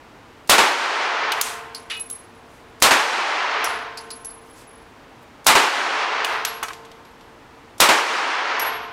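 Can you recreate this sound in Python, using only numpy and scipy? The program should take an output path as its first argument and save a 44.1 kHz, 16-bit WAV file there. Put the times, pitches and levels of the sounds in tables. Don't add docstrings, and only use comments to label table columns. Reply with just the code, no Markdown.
import sys
import numpy as np
from scipy import signal
from scipy.fft import rfft, irfft, next_fast_len
from scipy.io import wavfile

SR = 44100
rng = np.random.default_rng(int(sys.argv[2]) if len(sys.argv) > 2 else 0)


def decibels_to_gain(level_db):
    exponent = np.asarray(level_db, float) / 20
    return 10 ** exponent


def int16_out(signal):
    q = np.round(np.clip(np.atleast_2d(signal).T, -1, 1) * 32767)
    wavfile.write(sys.argv[1], SR, q.astype(np.int16))


N = 393372
TIME = np.arange(N) / SR

# (frequency [Hz], relative density [dB per Hz])
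AIR_SPECTRUM = [(15, -32.5), (25, -9), (114, -7), (206, -11.5), (242, -5), (405, -8.5), (463, -9.5),
                (641, -10), (936, -8), (1040, -9.5), (1610, -14), (2280, -17), (16000, -44)]
# (frequency [Hz], rms level [dB])
FAN_TONES = [(242.2, -69.5), (452.2, -62.5)]
# (time [s], blast level ahead of gain control [dB])
SHOTS = [(0.4953, 41), (2.8222, 40.5), (5.466, 41), (7.8021, 40.5)]
# (lead [s], level [dB], centre [Hz], t60 [s])
LEAD_IN = [(0.021, -41, 6000, 0.07), (0.0035, -26, 3500, .03)]
# (frequency [Hz], relative density [dB per Hz], t60 [s], build-up [s])
HALL_BANDS = [(40, -44, 1.1, .004), (125, -30.5, 0.76, .006), (205, -19, 0.81, .012),
              (420, -4.5, 0.91, 0.03), (616, -5, 0.97, 0.025), (932, 1.5, 0.98, 0.033),
              (1250, -1, 1.033, 0.023), (1655, -2, 1, 0.039), (3570, -10, 0.94, 0.0094),
              (5710, -15, 0.87, 0.0073), (7530, -15.5, 0.68, 0.0089), (11000, -21, 0.54, 0.0049),
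              (14000, -25.5, .48, 0.0055), (17000, -38, .45, 0.0055)]
# (frequency [Hz], relative level [dB], t60 [s])
STEEL_MODES = [(432, 1.5, 1.67), (455, -18.5, 4.26), (699, 4, 1.76), (695, -5.5, 1.3), (860, -3.5, 1.8),
               (913, -1, 2.02), (1001, 2.5, 1.5), (1052, 0.5, 2.04), (1526, -0.5, 1.8)]
# (time [s], level [dB], strongest near [Hz], share of the free ringing time [ratio])
KNOCKS = [(1.3186, -21.5, 3200, 0.17), (1.8990, -32, 2580, 1), (6.2457, -19, 3050, .14),
          (6.6267, -25.5, 1240, 0.37), (6.682, -34.5, 1250, 0.18), (6.704, -34.5, 1190, 0.19)]
# (frequency [Hz], relative level [dB], t60 [s])
HOLLOW_MODES = [(1070, 2.5, 0.15), (1301, 6, 0.19), (1576, -1, 0.32), (1900, -26, 0.12), (2135, -21, .1),
                (2293, 0, 0.33), (2400, -2, 0.12), (2540, 9, 0.18), (2920, 13, 0.12), (3100, -12, 0.18),
                (3470, 4.5, 0.19), (3680, 5, 0.13), (4040, 1, 0.17), (4156, -9, 0.14), (4630, -7, 0.173)]
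# (time [s], tick level [dB], tick centre [Hz], wall ring level [dB])
BOUNCES = [(1.3196, -20.5, 6200, -58), (1.4121, -7.5, 6400, -32), (1.7469, -29.5, 4630, -41),
           (1.8990, -40, 7000, -39), (1.9654, -40.5, 7500, -41), (1.9960, -35, 7500, -26.5),
           (2.0304, -57, 6000, -35), (2.0990, -30.5, 7270, -28), (2.3484, -63, 6000, -60),
           (2.6744, -66, 6000, -67), (3.6422, -18, 5430, -34), (3.7888, -50, 8000, -69),
           (3.973, -31, 4660, -45.5), (4.104, -31.5, 4530, -36), (4.2460, -37, 6000, -32),
           (4.2994, -50, 4600, -55), (4.4974, -60.5, 6000, -52), (4.6694, -62, 6000, -49),
           (4.7444, -63.5, 6000, -52), (6.2468, -18, 6400, -58), (6.4495, -12, 3070, -34),
           (6.6292, -23, 6200, -52), (6.683, -30, 3000, -65), (6.7320, -31, 2980, -64),
           (6.8496, -40, 3300, -73), (6.915, -40, 3270, -71), (7.0500, -44, 3000, -66),
           (7.2091, -46.5, 3300, -70), (8.5947, -20, 5540, -24.5)]
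# (frequency [Hz], t60 [s])
CASES = [(10630, 0.27), (10790, 0.35), (11310, 0.41), (11390, 0.41)]
# (centre time [s], level [dB], width [s], centre frequency [Hz])
SWISHES = [(2.55, -61, 0.053, 6000), (4.48, -60, 0.027, 7000), (4.596, -51, 0.0348, 5700),
           (5.23, -60, 0.0083, 8500)]


def fade(t, t60):
    return np.where(t >= 0, np.exp(-np.log(1000) * np.maximum(t, 0) / t60), 0)


def band(x, hz, octaves):
    edges = np.clip(hz * 2. ** (np.array([-.5, .5]) * octaves), 10, .45 * SR)
    return signal.sosfilt(signal.butter(2, edges, "band", fs=SR, output="sos"), x)


def unit(x):
    return x / np.sqrt(np.mean(x ** 2))


def noise_band(length, hz, octaves):
    return unit(band(rng.standard_normal(length), hz, octaves))


def ring(t, modes):
    out = np.zeros(len(t))
    for hz, db, t60 in modes:
        phase = rng.uniform(0, 2 * np.pi)
        out += decibels_to_gain(db) * fade(t, t60) * np.sin(2 * np.pi * hz * t + phase)
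    return out


def add(out, s, x):
    i = int(s * SR)
    out[i:i + len(x)] += x[:len(out) - i]


def ventilation():
    rush_db = -46.5
    hz, db = np.transpose(AIR_SPECTRUM)
    size = next_fast_len(N)
    f = np.maximum(np.fft.rfftfreq(size, 1 / SR), 1)
    shape = decibels_to_gain(np.interp(np.log(f), np.log(hz), db))
    rush = irfft(rfft(rng.standard_normal(size)) * shape, size)[:N]
    out = decibels_to_gain(rush_db) * unit(rush)
    for tone_hz, tone_db in FAN_TONES:
        out += np.sqrt(2) * decibels_to_gain(tone_db) * np.sin(2 * np.pi * tone_hz * TIME)
    return out


def lead_in(out, shot_s):
    t = TIME[:3000]
    for lead, db, hz, t60 in LEAD_IN:
        add(out, shot_s - lead, decibels_to_gain(db) * fade(t, t60) * noise_band(len(t), hz, 2.0))


def blast(t, count):
    near_db, near_t60 = 9.0, .36
    trip, far_db, far_t60 = .0865, 5.0, .32
    loss_db = -11.0
    power = (decibels_to_gain(near_db) * fade(t, near_t60)) ** 2
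    power = power + (t >= trip)
    for k in range(3):
        slap = decibels_to_gain(far_db + k * loss_db) * fade(t - (k + 1) * trip, far_t60)
        power = power + slap ** 2

    hz, db, t60, build = np.transpose(HALL_BANDS)
    spectra = rfft(rng.standard_normal((count, len(t))))
    log_f = np.log(np.fft.rfftfreq(len(t), 1 / SR) + 1)
    place = np.interp(log_f, np.log(hz), np.arange(len(hz)))
    out = 0
    for k in range(len(hz)):
        share = np.clip(1 - np.abs(place - k), 0, 1)
        noise = irfft(spectra * share, len(t))
        swell = 1 - np.exp(-t / build[k]) * 1.08
        out = out + decibels_to_gain(db[k]) * fade(t, t60[k]) * swell * noise
    return out * np.sqrt(power)


def steel():
    level_db, swell = -11, .05
    t = TIME[:3 * SR]
    return decibels_to_gain(level_db) * ring(t, STEEL_MODES) * (1 - np.exp(-t / swell))


def shots():
    fresh = 0.58
    out = np.zeros(N)
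    hall, *stirred = blast(TIME[:2 * SR], count=len(SHOTS) + 1)
    fittings = steel()
    for (s, db), other in zip(SHOTS, stirred):
        lead_in(out, s)
        add(out, s, decibels_to_gain(db) * (np.sqrt(1 - fresh) * hall + np.sqrt(fresh) * other))
        add(out, s, fittings)
    return out


def knocks():
    swell, t60 = .01, .24
    off_db = 11
    clack_db, clack_octaves = 7.5, 1.4
    out, t = np.zeros(N), TIME[:SR // 2]
    for s, db, hz, share in KNOCKS:
        shape = (1 - 0.58 * np.exp(-t / (swell * share))) * fade(t, t60 * share)
        taps = rng.standard_normal(len(t)) ** 3 * shape
        damped = []
        for mode_hz, mode_db, mode_t60 in HOLLOW_MODES:
            loss_db = off_db * abs(np.log2(mode_hz / hz))
            damped.append((mode_hz, db + mode_db - loss_db, mode_t60 * share))
        add(out, s, signal.fftconvolve(ring(t, damped), taps / np.linalg.norm(taps)))
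        clack = unit(band(rng.laplace(size=len(t)), hz, clack_octaves))
        add(out, s, decibels_to_gain(db + clack_db) * shape * clack)
    return out


def bounce_noise(t, db, hz):
    tick_t60 = .035
    breadth, wider = 2.2, .04
    tail_db, tail_t60, tail_centre = -15.5, 0.44, 0.72
    edge_hz, edge_octaves, edge_tail_t60 = 9500, 1.2, .17
    edge_db, harder = -14, .15
    body_octaves, body_t60, body_db = .26, .12, 1
    body_best_hz, body_off_db = 4750, 30

    octaves = max(breadth + wider * (db + 30), 1)
    tick = noise_band(len(t), hz, octaves) * fade(t, tick_t60)
    tail = decibels_to_gain(tail_db) * noise_band(len(t), tail_centre * hz, breadth) * fade(t, tail_t60)
    edge_shape = fade(t, tick_t60) + decibels_to_gain(tail_db) * fade(t, edge_tail_t60)
    edge_gain = decibels_to_gain(edge_db + harder * (db + 20))
    edge = edge_gain * noise_band(len(t), edge_hz, edge_octaves) * edge_shape
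    body_gain = decibels_to_gain(body_db - body_off_db * abs(np.log2(hz / body_best_hz)))
    body = body_gain * noise_band(len(t), hz, body_octaves) * fade(t, body_t60)
    return decibels_to_gain(db) * (tick + tail + edge + body)


def singing_wall(t, hz, t60, db):
    fast, slow, slowing = 76.5, 15.7, .0275
    scatter = .3
    swell, steady = .004, 1.55
    phase, spin, spin_phase = rng.standard_normal(3)
    turns = 2 * np.pi * (slow * t + (fast - slow) * slowing * (1 - np.exp(-t / slowing)))
    beat = steady + np.cos(turns * np.exp(scatter * spin) + spin_phase)
    tone = np.sin(2 * np.pi * hz * t + np.pi * phase)
    return decibels_to_gain(db) * (1 - np.exp(-t / swell)) * fade(t, t60) * tone * beat


def brass():
    contact = .0007
    out, t = np.zeros(N), TIME[:SR // 2]
    shot_times = [row[0] for row in SHOTS]
    for s, db, hz, ring_db in BOUNCES:
        wall_hz, wall_t60 = CASES[np.searchsorted(shot_times, s) - 1]
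        sound = bounce_noise(t, db, hz) + singing_wall(t, wall_hz, wall_t60, ring_db)
        add(out, s, (1 - np.exp(-t / contact)) * sound)
    return out


def swishes():
    out, t = np.zeros(N), TIME[:SR // 4] - 1 / 8
    for s, db, width, hz in SWISHES:
        bell = np.exp(-.5 * (t / width) ** 2)
        add(out, s - 1 / 8, decibels_to_gain(db) * bell * noise_band(len(t), hz, 1.8))
    return out


def scene():
    return (ventilation() + shots() + knocks() + brass() + swishes())[None]


def follow(x, attack, release):
    block = 32
    levels = np.abs(x[:len(x) // block * block]).reshape(-1, block).mean(axis=1)
    envelope = 0.
    for i, level in enumerate(levels):
        seconds = attack if level > envelope else release
        envelope += (level - envelope) * min(block / SR / seconds, 1)
        levels[i] = envelope
    return np.interp(np.arange(len(x)), block * np.arange(1, len(levels) + 1), levels)


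def gain_control(dry):
    hold_db, cut_db, ceiling_db = -19.5, -37, 39
    attack, release, smooth = .0015, .045, .002
    level = follow(np.minimum(np.abs(dry[0]), decibels_to_gain(ceiling_db)), attack, release)
    gain = np.clip(decibels_to_gain(hold_db) / (level + 1e-9), decibels_to_gain(cut_db), 1)
    pole = np.exp(-1 / (smooth * SR))
    return dry * np.exp(signal.lfilter([1 - pole], [1, -pole], np.log(gain)))


def top_cut(x):
    return signal.sosfilt(signal.butter(12, 17000, fs=SR, output="sos"), x)


def record(dry):
    clip, top_hz = .52, 15900
    limited = np.clip(gain_control(dry), -2 * clip, 2 * clip)
    drive = signal.sosfilt(signal.butter(12, top_hz, fs=SR, output="sos"), limited) / clip
    clipped = clip * drive / (1 + drive ** 4) ** .25
    mix = signal.sosfiltfilt(signal.butter(12, top_hz + 200, fs=SR, output="sos"), clipped)
    return top_cut(mix)


dry = scene()
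out = record(dry)
int16_out(out)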